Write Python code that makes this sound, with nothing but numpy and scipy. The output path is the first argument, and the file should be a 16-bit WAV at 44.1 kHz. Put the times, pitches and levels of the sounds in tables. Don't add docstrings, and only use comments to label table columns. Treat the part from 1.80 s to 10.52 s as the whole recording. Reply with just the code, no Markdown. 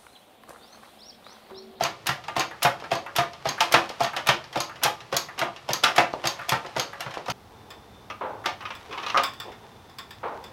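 import sys
import numpy as np
from scipy import signal
from scipy.fft import rfft, irfft, next_fast_len
from scipy.io import wavfile
from scipy.ndimage import map_coordinates

SR = 44100
rng = np.random.default_rng(int(sys.argv[2]) if len(sys.argv) > 2 else 0)


def digitize_waveform(pressure):
    field = np.atleast_2d(pressure).T
    bounded = np.clip(field, -1, 1)
    quanta = np.round(bounded * 32767).astype(np.int16)
    wavfile.write(sys.argv[1], SR, quanta)


N = 384552
CUT_S = 5.522
SIZE = 24000
TIME = np.arange(N) / SR
AGE = np.arange(SIZE) / SR
HZ = np.fft.rfftfreq(SIZE, 1 / SR)


def amp(db):
    return 10 ** (np.asarray(db) / 20)


def unit_rms(x):
    return x / np.sqrt(np.mean(x ** 2) + 1e-20)


def unit_energy(x):
    return x / (np.linalg.norm(x) + 1e-20)


def along(points, hz):
    f, v = np.transpose(points)
    return np.interp(np.log(hz + 1), np.log(f + 1), v)


def curve(rows):
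    return np.interp(TIME, *np.transpose(rows))


def add(track, s, sound):
    start = max(round(s * SR), 0)
    limit = round(CUT_S * SR) if s < CUT_S else N
    end = min(start + len(sound), limit)
    track[start:end] += sound[:end - start]


def coloured(x, spectrum):
    m = next_fast_len(N + SIZE)
    gain = amp(along(spectrum, np.fft.rfftfreq(m, 1 / SR)))
    return unit_rms(irfft(rfft(x, m) * gain, m)[:N])


def body(spectrum, modes=()):
    peaks_db = sum(db / (1 + (2 * (HZ - hz) / width) ** 2) for hz, width, db in modes)
    return unit_rms(amp(along(spectrum, HZ) + peaks_db))


def ring(force, gain):
    cepstrum = irfft(np.log(np.maximum(gain, 1e-6)))
    cepstrum[1:SIZE // 2] *= 2
    cepstrum[SIZE // 2 + 1:] = 0
    return irfft(rfft(force) * np.exp(rfft(cepstrum)))


def garage(build_s=0.0014):
    # f/Hz, t60/s
    decay = [(100, 0.25), (250, 0.4), (600, 0.28), (1700, 0.24), (4800, 0.25), (11000, 0.21)]
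    hz, t, z = signal.stft(rng.standard_normal(SIZE), SR, nperseg=256)
    fade = amp(-60 * t / along(decay, hz)[:, None])
    tail = signal.istft(z * fade, SR, nperseg=256)[1][:SIZE]
    return unit_energy(tail * (1 - np.exp(-AGE / build_s)))


def chatter(t60, crack, crack_t60=0.0073, rise_s=0.0013):
    bounces = rng.standard_normal(SIZE) * rng.exponential(size=SIZE) * amp(-60 * AGE / t60)
    first = rng.standard_normal(SIZE) * amp(-60 * AGE / crack_t60)
    seating = 1 - np.exp(-AGE / rise_s)
    return unit_energy(unit_energy(bounces * seating) + crack * unit_energy(first * seating))


def strike_point(depth_db):
    mode_number = 36 * np.log1p(HZ / 900)
    favour = map_coordinates(rng.standard_normal(128), [mode_number], mode="mirror")
    return depth_db / (1 + (HZ / 5500) ** 2) * favour


def contact(gain, t60, crack, room_db):
    # f/Hz, share
    direct_share = [(500, 0.3), (1700, 0.16), (4800, 0.51), (11000, 0.75)]
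    share = np.clip(along(direct_share, HZ), 0, 1)
    direct = rfft(chatter(t60, crack)) * np.sqrt(share)
    walls = rfft(garage()) * np.sqrt(1 - share) * amp(room_db)
    uneven = gain * amp(strike_point(3.0))
    same_energy = np.linalg.norm(gain) / np.linalg.norm(uneven)
    return ring(irfft(direct + walls), uneven * same_energy)


def blows(rows, force, steel, t60, crack, room_db, gain_db, low_hz=260):
    track = np.zeros(N)
    radiated = HZ ** 2 / np.sqrt(HZ ** 4 + low_hz ** 4)
    octaves = np.log2(np.clip(HZ, 550, 11000) / 2500)
    for s, db, brightness in rows:
        hardness = amp(db + gain_db + along(force, HZ) + brightness * octaves)
        add(track, s, contact(steel * hardness * radiated, t60, crack, room_db))
    return track


def alike(times, levels_db):
    return [(s, db, 0) for s, db in np.broadcast(times, levels_db)]


def background(pedal_db=-49.5, handle_db=-50.5, waver_db=3):
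    # f/Hz, level/dB
    air_pedal = [(15, -49), (25, -17), (134, 6.5), (236, -7.5), (427, -1.5), (545, -3), (1190, -3),
                 (1560, -12), (1840, -8), (5000, -15.5), (7510, -25.5), (14000, -33), (16000, -48)]
    # f/Hz, level/dB
    air_handle = [(15, -50), (25, -21), (102, -3.5), (161, -11.5), (217, -6), (242, -13.5), (476, -12),
                  (575, -17.5), (754, -11.5), (2910, -33.5), (3620, -27), (3920, -30), (6210, -33),
                  (6740, -38), (16000, -40)]
    # f/Hz, rms level/dB
    hum_tones = [(102.3, -65.5)]
    # f/Hz, level/dB
    whisper_colour = [(3000, -45), (3470, -9), (3530, 11), (3630, 4), (3720, -25), (4300, -45)]
    # t/s, level/dB
    whisper_level = [(5.53, -78), (5.72, -69), (5.92, -63), (6.3, -66), (6.6, -71), (7.4, -68), (7.55, -59),
                     (7.8, -70), (8.72, -71)]
    before = amp(pedal_db) * coloured(rng.standard_normal(N), air_pedal)
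    after = amp(handle_db) * coloured(rng.standard_normal(N), air_handle)
    hum = sum(amp(db) * np.sqrt(2) * np.sin(2 * np.pi * hz * TIME) for hz, db in hum_tones)
    waver = waver_db * map_coordinates(rng.standard_normal(60), [TIME * 5], mode="mirror")
    whisper = amp(curve(whisper_level) + waver) * coloured(rng.standard_normal(N), whisper_colour)
    return np.where(TIME < CUT_S, before, after + hum + whisper)


def rubbing(lump_hz=30, lump_db=3):
    # middle t/s, half length/s, peak level/dB
    rubs = [(5.93, 0.21, -52.5), (7.14, 0.035, -42.5), (7.684, 0.032, -42.5), (7.854, 0.031, -49)]
    # f/Hz, level/dB
    rub_colour = [(100, -30), (280, -8), (420, 2), (600, -7.5), (900, -1.5), (1400, -25), (3000, -21.5),
                  (15000, -75)]
    lumps = amp(lump_db * map_coordinates(rng.standard_normal(600), [TIME * lump_hz], mode="mirror"))
    swells = sum(amp(db) / (1 + ((TIME - s) / half_s) ** 2) for s, half_s, db in rubs)
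    friction = unit_rms(lumps * coloured(rng.standard_normal(N), rub_colour))
    return (TIME > CUT_S) * swells * friction


def sliding(gain_db=-5, grain=1.0):
    # t/s, level/dB
    slide_level = [(0, -57), (1.6, -56), (1.85, -36), (2.4, -47), (2.7, -66), (3.9, -52), (4.6, -41.5),
                   (5.35, -49), (5.53, -55.5), (6.55, -55.5), (6.88, -44), (7.05, -45), (7.4, -37),
                   (7.55, -49), (7.75, -50.5), (8.1, -54.5), (8.72, -49.5)]
    # f/Hz, level/dB
    scrape_colour = [(200, -42), (800, -0.5), (1500, -6.5), (3500, -11), (6000, -20.5), (8000, -27),
                     (15000, -40)]
    grains = rng.standard_normal(N) * np.exp(grain * rng.standard_normal(N))
    return amp(curve(slide_level) + gain_db) * coloured(grains, scrape_colour)


def gulps(t60=0.79, rise_s=0.0039, dull_s=0.29):
    # t/s, level/dB
    draws = [(6.408, -26), (8.430, -26.5)]
    # f/Hz, level/dB
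    oil_colour = [(88, -52), (150, -21), (305, -11.5), (516, -1), (747, -5), (858, 3), (1170, -5),
                  (1520, -8.5), (1670, -14), (3830, -31.5), (6000, -55), (7800, -73), (13200, -120)]
    track = np.zeros(N)
    for s, db in draws:
        rush = unit_rms(ring(rng.standard_normal(SIZE), body(oil_colour)))
        dull = signal.lfilter(*signal.butter(2, 900, fs=SR), rush)
        bright = np.exp(-AGE / dull_s)
        flow = (1 - np.exp(-AGE / rise_s)) * amp(db - 60 * AGE / t60)
        add(track, s, flow * (bright * rush + (1 - bright) * dull))
    return track


def groan(slip_hz=135, scatter=0.35, pivot_hz=1210, width_hz=90, boost_db=9, room_db=-1):
    # t/s, level/dB
    groan_level = [(7.340, -22), (7.346, -17.5), (7.354, -16), (7.369, -17.5), (7.385, -31), (7.41, -35),
                   (7.44, -61)]
    # f/Hz, level/dB
    pivot_colour = [(120, -32), (200, -27), (941, -12), (1200, -4), (1340, -9.5), (1850, -19.5),
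                    (2080, -19), (2350, -29), (3980, -43), (5000, -37), (6500, -40), (11000, -120)]
    wander = map_coordinates(rng.standard_normal(2000), [TIME * slip_hz], order=1)
    rate = slip_hz * np.exp(scatter * wander)
    slips = np.diff(np.floor(np.cumsum(rate) / SR), prepend=0)
    pivot = body(pivot_colour, [(pivot_hz, width_hz, boost_db)])
    answer = ring((AGE == 0) + amp(room_db) * garage(), pivot)
    sounding = (TIME > groan_level[0][0]) * (TIME < groan_level[-1][0])
    force = slips * np.sqrt(SR / slip_hz) * amp(curve(groan_level)) * sounding
    return signal.fftconvolve(force, unit_energy(answer))[:N]


def creaks(t60=0.063, crack=0.23, room_db=-4, gain_db=27.5):
    # t/s, level/dB
    catches = [(6.300, -25.5), (6.806, -31.5), (6.853, -26.5), (6.904, -28), (7.109, -34), (7.126, -26.5),
               (7.176, -26), (7.197, -32), (7.230, -28), (7.263, -25), (7.282, -29.5), (7.298, -26.5)]
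    # f/Hz, level/dB
    creak_colour = [(40, -43), (300, -10), (650, -5.5), (1000, 3.5), (1500, -4), (2000, -4), (2700, 0.5),
                    (4200, -10), (6000, -13.5), (7500, -33), (15000, -39.5)]
    # f/Hz, width/Hz, boost/dB
    creak_modes = [(1260, 150, 6), (1780, 78, 1), (2520, 150, 1.5)]
    # t/s, level/dB
    creak_treble = [(6.3, -7), (7.2, -6), (7.27, 2)]
    track = np.zeros(N)
    steel = body(creak_colour, creak_modes)
    for s, db in catches:
        treble_db = np.interp(s, *np.transpose(creak_treble))
        tilt_db = along([(1700, 0), (4800, treble_db)], HZ)
        add(track, s, contact(steel * amp(db + gain_db + tilt_db), t60, crack, room_db))
    return track


def ticks():
    # t/s, level/dB
    shifts = [(5.904, -41.5), (6.951, -42.5), (7.435, -23.5), (7.535, -44.5), (7.6, -33.5), (8.096, -52),
              (8.185, -35), (8.307, -41), (8.64, -42.5)]
    # f/Hz, level/dB
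    handle_colour = [(40, 6), (600, -6), (1200, 1.5), (2500, -3), (5000, -14.5), (9000, -23.5),
                     (15000, -21.5)]
    # f/Hz, width/Hz, boost/dB
    handle_modes = [(1010, 89, 3.6), (1079, 60, 10.6), (1377, 45, 9), (1805, 65, 9.2), (2420, 46, 9.3),
                    (3523, 370, 20), (4660, 280, 8.7), (5140, 660, 16.4), (7160, 180, 11), (7840, 550, 12)]
    # f/Hz, level/dB
    tick_force = [(550, -2), (1700, 1.5), (4800, 0.5), (11000, 7.5)]
    tube = body(handle_colour, handle_modes)
    return blows(alike(*np.transpose(shifts)), tick_force, tube, t60=0.033, crack=0.59, room_db=0, gain_db=28.5)


def knocks(room_db=-3, gain_db=3):
    # t/s, peak level before the gain/dB
    dry_knocks = [(1.024, -28), (2.102, -24.5), (4.338, -16.5), (5.372, -21)]
    # f/Hz, level/dB
    knock_colour = [(100, -8.5), (400, 6.5), (800, 10), (1300, 1.5), (2000, -19), (4000, -30), (7000, -35),
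                    (15000, -46)]
    track = np.zeros(N)
    for s, db in dry_knocks:
        knock = ring((AGE == 0) + amp(room_db) * garage(), body(knock_colour))
        add(track, s, amp(db + gain_db) * knock / np.abs(knock).max())
    return track


def thuds(times, levels_db, thud_hz=140, swell_s=0.0062, echo_s=0.0152, echo=0.56, room_db=-8):
    # f/Hz, level/dB, t60/s
    chassis_modes = [(206.7, -20.5, 0.49), (360, -39, 0.28)]
    track = np.zeros(N)
    swell = (AGE / swell_s) ** 2 * np.exp(2 - 2 * AGE / swell_s)
    push = -np.sin(2 * np.pi * thud_hz * AGE) * swell
    flutter = sum(echo ** k * np.interp(AGE - k * echo_s, AGE, push, left=0) for k in range(3))
    for s, db in np.broadcast(times, levels_db):
        walls = signal.fftconvolve(push, garage())[:SIZE]
        chassis = np.zeros(SIZE)
        for hz, level, t60 in chassis_modes:
            decay = amp(level + rng.normal(0, 1.8) - 60 * AGE / t60)
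            chassis += decay * np.sin(2 * np.pi * hz * AGE)
        add(track, s, amp(db) * (flutter + chassis + amp(room_db) * walls))
    return track


def rattles(times, levels_db, gain_db, count=5, spread_s=0.015, scatter_db=3, settle_db_per_s=200, room_db=-4):
    force = np.zeros(N)
    for s, db in zip(times, levels_db):
        for delay, size in zip(rng.gamma(2, spread_s / 2, count), rng.standard_normal(count)):
            click_db = db + gain_db + scatter_db * size - settle_db_per_s * delay
            add(force, s + delay, [amp(click_db)])
    pin_colour = [(300, -16), (1500, 0), (4500, 2), (8000, -1.5), (15000, -12)]  # f/Hz, level/dB
    pin = ring((AGE == 0) + amp(room_db) * garage(), body(pin_colour))
    return signal.fftconvolve(force, pin)[:N] * (TIME < CUT_S)


def touches(times, levels_db, frame, lead_s=0.008, relative_db=-20):
    # f/Hz, level/dB
    touch_force = [(550, 9.5), (1700, 5), (4800, -1), (11000, 1)]
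    rows = alike(times - lead_s, levels_db + relative_db)
    return blows(rows, touch_force, frame, t60=0.069, crack=0.6, room_db=-2.0, gain_db=28.0)


def dull_taps(frame):
    # t/s, level/dB
    tap_rows = [(0.71, -26.5), (1.262, -24.5), (1.78, -23.5), (2.333, -21.5), (2.894, -27.5), (3.485, -27),
                (4.59, -25), (4.613, -28), (5.131, -26.5), (6.64, -27.5), (6.825, -30.5)]
    # f/Hz, level/dB
    tap_force = [(550, -11.5), (1700, 0.5), (4800, -27.5), (11000, -9)]
    rows = alike(*np.transpose(tap_rows))
    return blows(rows, tap_force, frame, t60=0.035, crack=0.44, room_db=-0.5, gain_db=26.0)


def further_clanks(frame, thud_db=-29.5):
    # t/s, level/dB, brightness/(dB per octave)
    clank_rows = [(0.049, -20, -0.8), (0.482, -27, -2.5), (0.604, -19.5, 0), (0.821, -22.5, 0),
                  (1.039, -33, -3.5), (1.805, -11, 1.9), (2.091, -31.5, 3.5), (2.244, -19.5, 0.5),
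                  (2.364, -19, 0), (2.727, -31.5, 1), (2.957, -37, -1), (3.015, -38.5, -5),
                  (3.578, -31, -2.5), (4.036, -7, 1.55), (4.084, -22.5, -2), (4.454, -22, 2),
                  (4.847, -37, -7), (5.307, -35, 0), (5.339, -29.5, -0.5), (5.459, -33, 0.5),
                  (6.658, -16, 0.1), (7.373, -15, -1.1), (7.718, -39, 0.5)]
    # f/Hz, level/dB
    clank_force = [(280, -2.5), (550, -4), (1700, 0.5), (4800, -3.5), (11000, -5.5)]
    times, levels_db, _ = np.transpose(clank_rows)
    steel = touches(times, levels_db - 9.5, frame)
    steel += blows(clank_rows, clank_force, frame, t60=0.038, crack=0.36, room_db=-0.5, gain_db=26.0)
    return steel + thuds(times, levels_db + thud_db) + rattles(times, levels_db, gain_db=-3)


def upstrokes(frame, bounce_after_s=0.017, bounce_db=-23.5, thud_after_s=0.0108, thud_db=-31):
    # t/s, clunk level/dB, clink delay/s, clink level/dB,
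    # clink brightness/(dB per octave)
    lifts = [(0.008, -22.5, 0.027, -20.5, 0), (0.564, -20, 0.03, -20, -0.5),
             (1.115, -19, 0.037, -26.5, -3.5), (1.655, -23, 0.033, -20.5, -1.2),
             (2.205, -20, 0.028, -26, -0.1), (2.757, -22.5, 0.046, -20.5, 0.5),
             (3.326, -22.5, 0.04, -17.5, 2.5), (3.889, -23.5, 0.0435, -19, 1.5),
             (4.440, -23.5, 0.031, -18, 0.5), (4.964, -22.5, 0.032, -18.5, -1),
             (5.482, -26, 0.019, -25.5, -1)]
    # f/Hz, level/dB
    link_colour = [(40, -27), (250, -11.5), (800, -0.5), (2000, -9), (4500, -6), (6500, -12.5), (8000, -17),
                   (15000, -24)]
    # f/Hz, width/Hz, boost/dB
    link_modes = [(269, 23, 4.7), (332, 12, 22), (524, 22, 5), (560, 5, 27), (1038, 175, 10.2),
                  (1275, 32, 5.7), (4640, 470, 7.6), (6480, 730, 12.3), (11220, 440, 11), (12900, 540, 16)]
    # f/Hz, level/dB
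    clunk_force = [(280, 9), (520, 11), (950, 4.5), (1700, -0.5), (4800, -4.5), (11000, -9.5)]
    bounce_force = [(550, -21), (1700, 1), (4800, 2.5), (11000, -4.5)]
    clink_force = [(560, -14), (1100, 0), (1700, 2), (4800, 1), (11000, -2.5)]
    clunk_s, clunk_db, delay_s, clink_db, clink_bright = np.transpose(lifts)
    link = body(link_colour, link_modes)
    clunk_rows = alike(clunk_s, clunk_db)
    bounce_rows = alike(clunk_s + bounce_after_s, bounce_db)
    clink_rows = zip(clunk_s + delay_s, clink_db, clink_bright)
    steel = touches(clunk_s, clunk_db, frame)
    steel += blows(clunk_rows, clunk_force, frame, t60=0.046, crack=0.78, room_db=-2.5, gain_db=27.0)
    steel += blows(bounce_rows, bounce_force, frame, t60=0.029, crack=0.82, room_db=-0.5, gain_db=21.5)
    steel += blows(clink_rows, clink_force, link, t60=0.025, crack=0.47, room_db=-1.0, gain_db=26.0)
    return steel + thuds(clunk_s + thud_after_s, thud_db) + rattles(clunk_s, clunk_db, gain_db=2)


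def downstrokes(frame, bottom_after_s=0.171, bottom_db=-35.5):
    # t/s, click level/dB, click brightness/(dB per octave), clank delay/s,
    # clank level/dB, clank brightness/(dB per octave), thud level/dB
    presses = [(0.268, -19, 0, 0.022, -15, 1.5, -27.5), (0.829, -21, 3.5, 0.020, -10.5, -1.55, -25.5),
               (1.362, -20, 0.1, 0.022, -11, 0, -25), (1.922, -18, 0.4, 0.018, -4.5, 0.05, -27),
               (2.470, -19, -0.7, 0.018, -7.5, 1.5, -25), (3.034, -15.5, 1.5, 0.015, -12, 0.7, -31.5),
               (3.591, -22.5, -2, 0.024, -16, -2, -35), (4.161, -21.5, -2.1, 0.0195, -6, -0.2, -28),
               (4.692, -19.5, 0.5, 0.028, -13.5, -0.6, -24.5), (5.205, -26.3, -2.5, 0.057, -31, -3, -36.5)]
    # f/Hz, level/dB
    click_force = [(550, -8), (1700, -1), (4800, 0.6), (11000, 11.5)]
    load_force = [(280, -2.5), (520, 0), (850, 0), (1700, -0.25), (4800, -7.5), (11000, -10)]
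    bottom_force = [(550, -2.5), (1700, -0.5), (4800, 0.5), (11000, -6.5)]
    click_s, click_db, click_bright, delay_s, clank_db, clank_bright, thud_db = np.transpose(presses)
    clank_s = click_s + delay_s
    click_rows = zip(click_s, click_db, click_bright)
    clank_rows = zip(clank_s, clank_db, clank_bright)
    bottom_rows = alike(click_s + bottom_after_s, bottom_db)
    steel = touches(click_s, click_db + 3.5, frame)
    steel += blows(click_rows, click_force, frame, t60=0.034, crack=0.36, room_db=-0.55, gain_db=26.5)
    steel += blows(clank_rows, load_force, frame, t60=0.046, crack=0.66, room_db=-1.0, gain_db=26.0)
    steel += blows(bottom_rows, bottom_force, frame, t60=0.068, crack=0.88, room_db=-3.5, gain_db=26.0)
    return steel + thuds(clank_s, thud_db) + rattles(clank_s, clank_db, gain_db=-7.5)


def scene():
    # f/Hz, level/dB
    frame_colour = [(40, -36), (170, -17), (280, -10), (450, -14), (750, 0.5), (1300, -5.5), (2000, -6),
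                    (3200, -6), (6200, -20.5), (7800, -30.5), (12500, -28), (15000, -38)]
    # f/Hz, width/Hz, boost/dB
    frame_modes = [(197, 35, 5.4), (318, 12, 0.84), (337.6, 20.6, 8.7), (371, 24, 1.7), (404.5, 18, 5.4),
                   (479.6, 14, 6.5), (521, 22, 4.5), (554.5, 18, 7.8), (686.4, 54, 5.6),
                   (1202.5, 30.5, 9.7), (1342, 110, 3.7), (1820, 85, 2.5), (5350, 1540, 6.1),
                   (6820, 1100, 5.2), (8200, 1130, 5.1), (11360, 260, 4)]
    frame = body(frame_colour, frame_modes)
    pedal = downstrokes(frame) + upstrokes(frame)
    pedal_and_handle = dull_taps(frame) + further_clanks(frame) + sliding() + knocks()
    handle = creaks() + groan() + ticks() + gulps() + rubbing()
    return (pedal + pedal_and_handle + handle + background())[None]


def record(dry, top_hz=15900):
    m = next_fast_len(N + SIZE)
    passed = np.fft.rfftfreq(m, 1 / SR) < top_hz
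    return irfft(rfft(dry, m) * passed, m)[:, :N]


dry = scene()
out = record(dry)
digitize_waveform(out)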